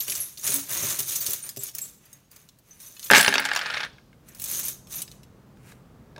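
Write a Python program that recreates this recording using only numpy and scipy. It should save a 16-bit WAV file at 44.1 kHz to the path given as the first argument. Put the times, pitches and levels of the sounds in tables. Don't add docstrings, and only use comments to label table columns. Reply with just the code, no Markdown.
import sys
import numpy as np
from scipy import signal
from scipy.io import wavfile
from scipy.ndimage import uniform_filter1d

SR = 44100
rng = np.random.default_rng(int(sys.argv[2]) if len(sys.argv) > 2 else 0)


def wav_out(sig):
    wavfile.write(sys.argv[1], SR, np.round(np.clip(np.atleast_2d(sig).T, -1, 1) * 32767).astype(np.int16))


N = 272979
T = np.arange(N) / SR

# (time [s], level [dB])
RUMBLE_LEVEL = [(0, -62.5), (1.9, -59.5), (2.2, -62.5), (2.6, -62), (3, -61), (3.9, -53.5), (4.1, -56),
                (4.5, -52.5), (5.2, -52.5), (6.19, -50.5)]
# (frequency [Hz], relative level [dB])
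RUMBLE_SPECTRUM = [(20, -20), (45, -3), (85, -7), (135, -1), (220, -6.5), (340, -14), (480, -15),
                   (700, -20.5), (1200, -23), (2000, -31.5), (3500, -42), (8000, -55.5), (16000, -56)]
# (frequency [Hz], relative level [dB])
HISS_SPECTRUM = [(200, -11), (3000, 3), (6500, 0), (10000, -3.5), (16000, -2)]
# (time [s], level [dB])
BRUSH_LEVEL = [(5.56, -76.5), (5.62, -66.5), (5.685, -53.5), (5.722, -54.5), (5.74, -65), (5.82, -75.5)]
# (frequency [Hz], relative level [dB])
BRUSH_SPECTRUM = [(500, -22.5), (1500, -1), (2600, -2), (3600, -10), (8000, -7.5), (16000, -14)]
# (frequency [Hz], t60 [s])
ROOM_T60 = [(150, 0.66), (500, 0.39), (2000, 0.27), (6000, 0.71), (16000, 0.28)]

# (time [s], level [dB])
BUMPS = [(.082, -46.5), (.449, -63), (.492, -44), (.834, -40), (.903, -53), (.991, -45), (1.285, -42),
         (1.571, -41)]
# (frequency [Hz], relative level [dB], t60 [s])
TABLE_MODES = [(111, 0, 0.14), (134.7, -1, 0.31), (248, -1, 0.11), (399, 0, 0.23), (573, -2.5, 0.073)]
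# (time [s], level [dB])
LANDINGS = [(3.111, -18.5), (3.134, -35), (3.174, -24), (3.279, -27), (3.355, -33.5), (3.395, -39.5),
            (6.16, -56.5), (6.179, -45.5)]
# (frequency [Hz], relative level [dB], t60 [s])
TRAY_MODES = [(131, -9.5, 0.28), (198, -6.5, 0.31), (224, -2.5, 0.15), (268, -7, 0.14), (273, -3.5, 0.43),
              (398, 1, 0.18), (569, -3, 0.18), (925, 4.5, 0.059)]
# (frequency [Hz], relative level [dB])
PUSH_SPECTRUM = [(25, -32.5), (60, -11.5), (120, -7.5), (300, -5), (600, 7), (900, -9), (1500, -14.5),
                 (5000, -56.5)]

# (start [s], rise [s], hold [s], settling [dB/s], metal [dB], cloth [dB])
STIRS = [(0, .005, .012, 152, -32, -52.5), (0.047, .03, .11, 107, -33, -50),
         (.36, .02, .05, 150, -40.5, -62), (0.414, 0.035, 0.098, 144, -25, -42.5),
         (0.648, 0.066, 0.084, 88, -27.5, -42), (0.794, 0.032, 0.086, 109, -27, -41.5),
         (0.98, .012, 0.0097, 298, -24, -44), (1.014, 0.072, 0.077, 150, -28, -49.5),
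         (1.167, 0.05, 0.12, 184, -30.5, -49), (1.411, .03, 0.031, 207, -40.5, -54),
         (1.567, .05, 0.068, 450, -37.5, -56), (1.727, 0.02, 0.11, 146, -43.5, -61),
         (1.936, .1, .13, 154.5, -61, -67), (2.296, .02, 0.087, 129, -56.5, -65),
         (2.582, 0.12, .09, 150.5, -58, -67.5), (2.781, .025, 0.072, 79, -45.5, -62.5),
         (2.948, 0.1, 0.042, 201, -40, -58.5), (4.222, .06, 0.07, 148, -58, -62.5),
         (4.312, 0.21, 0.074, 168, -29, -49), (4.595, 0.037, 0.064, 282, -32, -51),
         (4.866, 0.07, 0.072, 450, -35, -52.5), (5.046, 0.036, .07, 250, -61.5, -72)]
# (frequency [Hz], relative level [dB])
JINGLE_SPECTRUM = [(1200, -36.5), (2200, -10), (4000, -1.5), (5200, -3.5), (6500, 4.5), (7700, -4),
                   (9200, 2), (11000, -1), (14000, 0), (16000, -7)]
# (frequency [Hz], relative level [dB])
CLOTH_SPECTRUM = [(30, -17), (120, 9), (180, 2), (310, -2), (395, 6.5), (470, -8), (590, 5), (750, -4),
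                  (1100, 1.5), (2600, 2.5), (5000, -13), (16000, -34)]
# (time [s], level [dB], treble shelf [dB])
CLINKS = [(.0055, -26, -11.5), (.0821, -22.5, -3), (.0986, -20.5, 1), (.1203, -22.5, -4), (.1531, -20, 6.5),
          (.3737, -35.5, -10), (.4747, -16.5, -0.5), (.5417, -10.5, 30.5), (.5616, -19, 19.5),
          (.9036, -21.5, 1), (.9917, -19.5, 6), (1.159, -18, 8), (1.2646, -16, 4.5), (1.3056, -18, 36),
          (1.3335, -17, 7.5), (1.4912, -23.5, 4.5), (1.5627, -34, 1), (1.5715, -27, 7), (1.6353, -20, 27),
          (1.6888, -35, -4), (1.7503, -22.5, 13.5), (1.7846, -24, -0.5), (2.0555, -45.5, 5),
          (2.1301, -39, 9), (2.3151, -42, 7.5), (2.3626, -40.5, 0), (2.4889, -44, -6), (2.5875, -49, 7),
          (2.8022, -39, 6.5), (2.9665, -41.5, -11), (2.9946, -32, 1), (3.0287, -32.5, -2.5),
          (3.0426, -30.5, 14.5), (3.0619, -34.5, -4), (4.2865, -40.5, 4), (4.3482, -38, 2),
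          (4.3982, -29.5, 8.5), (4.419, -25.5, 5), (4.4407, -21, 13), (4.5135, -20.5, 16),
          (4.5928, -20, 24), (4.6831, -19.5, 13), (4.8709, -44.5, -5), (4.9247, -29.5, 5),
          (5.0192, -21.5, 7.5), (5.0786, -40.5, -18), (5.1153, -39.5, -9), (5.2328, -46.5, -7.5)]
# (frequency [Hz], relative level [dB])
CLINK_SPECTRUM = [(300, -27), (1500, -10), (3500, -1.5), (6500, 1.5), (10000, -1.5), (16000, -2.5)]

# (time [s], charm [name], level [dB])
RINGS = [(.001, "clasp", -25.5), (.1, "medal", -28.5), (0.201, "medal", -25), (1.158, "star", -35),
         (1.205, "star", -27), (1.426, "link", -31.5), (1.591, "pendant", -32), (1.815, "pendant", -26),
         (2.128, "coin", -49), (2.708, "hoop", -44), (2.861, "hoop", -43.5), (2.967, "key", -49.5),
         (3.03, "key", -47), (3.042, "bead", -35.5), (3.18, "pendant", -19.5), (3.228, "disc", -28),
         (3.27, "disc", -34), (4.65, "clasp", -28.5), (4.72, "coin", -43), (4.956, "clasp", -31),
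         (5.025, "key", -48), (5.115, "key", -55.5)]
CHARM_MODES = {"medal": [(10900, 1.5, 0.21), (11500, -1, 0.25)], "pendant": [(7660, -0.5, .16),
               (9302, -10.5, .2), (12200, -7.5, .15), (13350, -13.5, .2)], "disc": [(9700, -3, .17),
               (9650, 1.5, .2), (15460, -2, .1)], "star": [(4570, -7, 0.087), (14500, 4, .12),
               (15200, -2, .2)], "clasp": [(11800, 1.5, .09), (13200, 1, .14)], "coin": [(6550, 5.5, 0.11)],
               "hoop": [(6030, 0.5, 0.16), (6380, -4, .1)], "link": [(9120, 1, 0.22)],
               "bead": [(14120, 1, .35)], "key": [(2600, -5, .1), (2970, -1, 0.12), (3404, -5.5, 0.08),
               (4200, -4.5, .07)]}

# (time [s], board knock [dB], charm click [dB], click treble shelf [dB])
STRIKES = [(3.1022, -8.5, -33, 6), (3.1111, -13, -14.5, 6), (3.1159, -5, -31, 3), (3.1258, -30, -18, -13),
           (3.134, -5, -16.5, -10), (3.1403, -8, -27, -13), (3.2104, -20.5, -14, 9),
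           (3.2465, -17, -19, -13), (3.2623, -19, -19.5, -9), (3.2797, -11.5, -15, -14),
           (3.3259, -19, -30, -20), (3.3401, -19, -19.5, -7), (3.3553, -29, -16, -24),
           (3.3811, -17, -16.5, -30), (3.3954, -20, -36, -19), (3.4003, -29, -30.5, 20),
           (3.4228, -26, -32, -35), (3.4524, -21, -23, -8), (3.4589, -25, -28.5, -9),
           (3.4885, -24, -30, -18), (3.5146, -18, -28, -35), (3.5346, -26, -29.5, -5),
           (3.5504, -37, -29, -5), (3.5618, -26, -20, -13), (3.5729, -41, -25, -11), (3.591, -30, -25, -13),
           (3.7701, -25.5, -31, -30), (3.9828, -47, -66.5, -2), (4.1297, -52.5, -67, -3.5),
           (5.5715, -59, -64.5, -5), (5.7199, -48, -53.5, -2), (6.162, -43, -49.5, -10),
           (6.1807, -50, -46.5, -9.5)]
# (frequency [Hz], relative level [dB], t60 [s])
BOARD_MODES = [(700, -13, 0.057), (850, -5.5, .04), (1140, -9, 0.005), (1510, -10.5, 0.036),
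               (1615, 1.5, 0.044), (1720, 0, 0.014), (1990, -13, 0.0053), (2160, -1.5, 0.026),
               (2150, -1, 0.019), (2490, -4, 0.015), (2770, -4.5, 0.026), (3050, -8.5, 0.013)]
# (frequency [Hz], relative level [dB])
RADIATION = [(30, -36), (150, -11), (600, -3.5), (1200, 1.5), (16000, -3)]
# (frequency [Hz], relative level [dB])
CLATTER_SPECTRUM = [(30, -60.5), (150, -27.5), (350, -19), (550, -11), (900, -14), (1250, -6.5),
                    (1600, 0.5), (1800, 2.5), (1980, -7), (2230, -3), (2800, -9.5), (4000, -12),
                    (6000, -26), (14000, -45)]
# (frequency [Hz], relative level [dB])
CLICK_SPECTRUM = [(30, -62), (200, -29), (900, -3), (2500, 4.5), (5000, 2), (9000, -1), (16000, -10.5)]
# (knock [dB], click [dB], treble shelf [dB])
HAIL_FIRST = (-10, -13, -14.5)
# (knock [dB], click [dB], treble shelf [dB])
HAIL_LAST = (-18.5, -23, 2)

STOP_AFTER_S, STOP_DB_PER_S = 0.38, 200
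CLOTH_SETTLE_SHARE = 0.95
STRAY_DB, STRAY_SCATTER_DB, STRAY_TREBLE_DB = -4, 3.5, 2.5
RING_ONSET_T60_S = .0059
HAIL_START_S, HAIL_LENGTH_S = 3.144, 0.068
ROCK_START_S, ROCK_FIRST_GAP_S, ROCK_SHRINK = 3.562, .051, .905
ROCK_KNOCK_DB, ROCK_CLICK_DB, ROCK_TREBLE_DB, ROCK_RING_DB = -30.5, -31, -31, -57
ROCK_TOUCH_S, ROCK_GROW_DB = 0.0045, 1.5
SKITTER_START_S, SKITTER_RISE_S, SKITTER_LENGTH_S, SKITTER_STOP_DB_PER_S = 3.125, .025, 0.726, 600.5
WOOD_TOP_DB, WOOD_ROLL_DB, WOOD_CALM_S = -18, -34, 0.11
METAL_TOP_DB, METAL_ROLL_DB, METAL_CALM_S = -16.5, -55, 0.2
LOW_CUT_HZ, EDGE_HZ = 42, 15900


def amp(db):
    return 10 ** (np.asarray(db) / 20)


def evened(x):
    return x / np.sqrt(np.mean(x ** 2) + 1e-20)


def attack_one(x, size=176):
    return x / np.sqrt(np.mean(x[:size] ** 2) + 1e-20)


def read(points, hz):
    f, value = np.transpose(points)
    return np.interp(np.log(hz + 1), np.log(f + 1), value)


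def level(rows):
    s, db = np.transpose(rows)
    return amp(np.interp(T, s, db, left=-120, right=-120))


def add(mix, s, sound):
    part = mix[max(round(s * SR), 0):][:len(sound)]
    part += sound[:len(part)]


def colour(x, points, treble_db=0, split_hz=7000, size=2048):
    hz = abs(np.fft.fftfreq(size, 1 / SR))
    shelf = 1 / (1 + (split_hz / (hz + 1)) ** 6)
    gain_db = np.maximum(read(points, hz) + treble_db * shelf, -90)
    log_gain = np.log(amp(gain_db))
    spectrum = np.exp(np.conj(signal.hilbert(log_gain)))
    taps = np.fft.ifft(spectrum).real[:size // 2]
    return signal.oaconvolve(x, taps)[:len(x)]


def fade(t, t60):
    return np.exp(-np.log(1000) * t / t60)


def ring(modes, t, spread_db=0):
    hz, db, t60 = np.transpose(modes)[:, :, None]
    sign = rng.choice([-1, 1], hz.shape)
    strength = sign * amp(db + spread_db * rng.standard_normal(hz.shape))
    return (strength * fade(t, t60) * np.sin(2 * np.pi * hz * t)).sum(0)


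def contact(mid_t60, snap_t60, ring_db, count=14):
    t = T[:4000]
    hz = 2800 + 13200 * (np.arange(count) + rng.random(count)) / count
    t60 = mid_t60 * rng.uniform(0.41, 2.6, count)
    modes = np.transpose([hz, np.zeros(count), t60])
    snap = rng.standard_normal(len(t)) * fade(t, snap_t60)
    tone = ring(modes, t, spread_db=7.5)
    return attack_one(attack_one(snap) + amp(ring_db) * attack_one(tone))


def chatter(sound, within, bounce_db, count=4):
    out = sound.copy()
    for delay in within * (np.arange(count) + rng.random(count)) / count:
        gain = rng.choice([-1, 1]) * amp(bounce_db) * fade(delay, 8 * within)
        add(out, delay, gain * sound)
    return out


def ticks(per_s, spread_db):
    hit = rng.random(N) < per_s / SR
    size_db = spread_db * np.minimum(rng.exponential(1, N), 3.5)
    return hit * rng.choice([-1, 1], N) * amp(size_db)


def steadied(x, size=1800):
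    power = uniform_filter1d(uniform_filter1d(x ** 2, size), size)
    return x / np.sqrt(abs(power) + np.mean(x ** 2) / 100)


def jingle(per_s, spread_db, mid_t60, ring_db, count=28):
    out = np.zeros(N)
    for _ in range(count):
        hits = ticks(per_s / count, spread_db)
        out += signal.oaconvolve(hits, contact(mid_t60, 0.0011, ring_db))[:N]
    return steadied(out)


def room(x, early_db, tail_db, count=10):
    early = np.zeros(SR)
    early[(rng.uniform(.001, .016, count) * SR).astype(int)] = rng.choice([-1, 1], count)
    taps = rng.standard_normal(SR) * (rng.random(SR) < .1) * (T[:SR] > .006)
    hz, t, z = signal.stft(taps, SR, nperseg=256)
    decay = fade(t, read(ROOM_T60, hz)[:, None])
    tail = signal.istft(z * decay, SR, nperseg=256)[1][:SR]
    tail = colour(tail, [(100, 5.5), (2000, -1.0), (6000, -6.5), (16000, -8)])
    echo = amp(early_db) * early / np.linalg.norm(early) + amp(tail_db) * tail / np.linalg.norm(tail)
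    return x + signal.oaconvolve(x, echo)[:N]


def background():
    rumble = evened(colour(rng.standard_normal(N), RUMBLE_SPECTRUM, size=8192)) * level(RUMBLE_LEVEL)
    hiss = amp(-69.5) * evened(colour(rng.standard_normal(N), HISS_SPECTRUM))
    brush = evened(colour(ticks(per_s=4000, spread_db=-3), BRUSH_SPECTRUM)) * level(BRUSH_LEVEL)
    return rumble + hiss + brush


def hollow_note():
    hz = np.interp(T, [.524, .564], [245, 279])
    gain = level([(.524, -64), (.54, -39), (.589, -38), (.63, -47), (.7, -77)])
    return gain * np.sin(2 * np.pi * np.cumsum(hz) / SR)


def thuds(blows, modes, push_db):
    out, t = np.zeros(N), T[:SR // 2]
    for s, db in blows:
        noise = rng.standard_normal(len(t)) * fade(t, .07)
        push = attack_one(colour(noise, PUSH_SPECTRUM), size=900)
        boom = attack_one(ring(modes, t), size=900)
        add(out, s, amp(db) * attack_one(boom + amp(push_db) * push, size=900))
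    return out


def stroke(start, rise, hold, settle_db_per_s):
    t = T - start
    after = np.maximum(t - rise - hold, 0)
    fall_db = settle_db_per_s * after + STOP_DB_PER_S * np.maximum(after - STOP_AFTER_S, 0)
    return np.clip(t / rise, 0, 1) ** 2 * amp(-fall_db)


def stirring():
    metal, cloth = [], []
    for s, rise, hold, settle, metal_db, cloth_db in STIRS:
        metal.append(amp(metal_db) * stroke(s, rise, hold, settle))
        cloth.append(amp(cloth_db) * stroke(s, rise, hold, CLOTH_SETTLE_SHARE * settle))
    return np.max(metal, axis=0), np.max(cloth, axis=0)


def tinkles(per_s, mid_t60, spread_db, favourite_hz, favourite_share):
    out, t = np.zeros(N), T[:4000]
    draws = rng.random((int(per_s * N / SR), 5))
    for slot, (when, kind, pitch, length, size) in enumerate(draws):
        if kind < favourite_share:
            hz = favourite_hz * (.92 + .16 * pitch)
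        else:
            hz = 5000 + 10800 * pitch ** .7
        onset = 1 - fade(t, .01)
        note = np.sin(2 * np.pi * hz * t) * fade(t, mid_t60 * (.4 + 1.2 * length)) * onset
        add(out, (slot + when) / per_s, amp(spread_db * size) * note)
    return evened(steadied(out, size=5000))


def bag(metal_gain, cloth_gain):
    heap = jingle(per_s=1500, spread_db=3.5, mid_t60=0.016, ring_db=-3.5, count=40)
    scrape = evened(colour(heap, JINGLE_SPECTRUM))
    notes = tinkles(per_s=450, mid_t60=.045, spread_db=22, favourite_hz=6400, favourite_share=.17)
    metal = evened(scrape + .6 * notes)
    cloth = evened(colour(steadied(ticks(per_s=1500, spread_db=2.5)), CLOTH_SPECTRUM))
    return amp(-1.4) * metal * metal_gain + amp(2.0) * cloth * cloth_gain


def clink(treble_db):
    touch = contact(mid_t60=0.018, snap_t60=0.0073, ring_db=-6)
    run = chatter(touch, within=.009, bounce_db=-1.5, count=5)
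    return amp(-5.5) * attack_one(colour(run, CLINK_SPECTRUM, treble_db - 0.5), size=300)


def clinks(metal_gain, count=110):
    out = np.zeros(N)
    for s, db, treble_db in CLINKS:
        add(out, s, amp(db) * clink(treble_db))
    for slot in range(count):
        at = int((slot + rng.random()) / count * N)
        stray_db = STRAY_DB + STRAY_SCATTER_DB * rng.standard_normal()
        add(out, at / SR, metal_gain[at] * amp(stray_db) * clink(STRAY_TREBLE_DB))
    return out


def swings(count=9):
    gaps = ROCK_FIRST_GAP_S * ROCK_SHRINK ** np.arange(count - 1)
    return ROCK_START_S + np.append(0, np.cumsum(gaps))


def rings():
    out, t = np.zeros(N), T[:SR // 2]
    onset = 1 - fade(t, RING_ONSET_T60_S)
    disc = [(s, "disc", ROCK_RING_DB) for s in swings()[:-1]]
    for s, charm, db in RINGS + disc:
        add(out, s, amp(db) * ring(CHARM_MODES[charm], t) * onset)
    return out


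def calming(top_db, roll_db, calm_s):
    t = T - SKITTER_START_S
    db = roll_db + (top_db - roll_db) * np.exp(-np.maximum(t - SKITTER_RISE_S, 0) / calm_s)
    stop_db = SKITTER_STOP_DB_PER_S * np.maximum(t - SKITTER_LENGTH_S, 0)
    return np.clip(t / SKITTER_RISE_S, 0, 1) ** 2 * amp(db - stop_db)


def skitter():
    taps = steadied(ticks(per_s=900, spread_db=-2.5), size=500)
    wood = evened(colour(taps, CLATTER_SPECTRUM))
    heap = jingle(per_s=280, spread_db=6.0, mid_t60=.025, ring_db=-1.5)
    metal = evened(colour(heap, CLICK_SPECTRUM))
    wood_gain = calming(WOOD_TOP_DB, WOOD_ROLL_DB, WOOD_CALM_S)
    metal_gain = calming(METAL_TOP_DB, METAL_ROLL_DB, METAL_CALM_S)
    return wood * wood_gain + metal * metal_gain


def rocking():
    downs = swings()[:-1]
    rows = []
    for s, db in zip(downs, np.linspace(0, ROCK_GROW_DB, len(downs))):
        for lag in (0, ROCK_TOUCH_S):
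            rows.append((s + lag, ROCK_KNOCK_DB + db, ROCK_CLICK_DB + db, ROCK_TREBLE_DB))
    return rows


def hail(count=11):
    share = (np.arange(count) + rng.random(count)) / count
    dbs = np.outer(1 - share, HAIL_FIRST) + np.outer(share, HAIL_LAST)
    return list(np.column_stack([HAIL_START_S + HAIL_LENGTH_S * share, dbs]))


def strikes():
    out, t = np.zeros(N), T[:6000]
    for s, knock_db, click_db, treble_db in STRIKES + hail() + rocking():
        clack = colour(rng.standard_normal(len(t)) * fade(t, .02), CLATTER_SPECTRUM)
        modes = colour(ring(BOARD_MODES, t, spread_db=2.5), RADIATION)
        knock = attack_one(attack_one(modes) + amp(-4.0) * attack_one(clack))
        add(out, s, amp(knock_db - 2.0) * knock)
        touch = contact(mid_t60=0.018, snap_t60=0.011, ring_db=-10.5)
        click = chatter(touch, within=0.0044, bounce_db=-4)
        add(out, s, amp(click_db) * attack_one(colour(click, CLICK_SPECTRUM, treble_db - 0.5)))
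    return out


def scene():
    low = thuds(BUMPS, TABLE_MODES, push_db=-11) + thuds(LANDINGS, TRAY_MODES, push_db=-2.5)
    low += hollow_note()
    metal_gain, cloth_gain = stirring()
    in_bag = room(bag(metal_gain, cloth_gain) + clinks(metal_gain), early_db=-12.5, tail_db=-16.0)
    ringing = room(rings(), early_db=-20, tail_db=-15.5)
    on_tray = room(strikes() + skitter(), early_db=-13, tail_db=-16.5)
    return (background() + low + in_bag + ringing + on_tray)[None]


def record(dry):
    rounded = dry / (1 + dry ** 8) ** (1 / 8)
    low_cut = signal.butter(2, LOW_CUT_HZ, "high", fs=SR, output="sos")
    thinned = signal.sosfilt(low_cut, rounded)
    band_limit = signal.firwin(401, EDGE_HZ, window=("kaiser", 8), fs=SR)
    return signal.oaconvolve(thinned, band_limit[None], "same")


dry = scene()
out = record(dry)
wav_out(out)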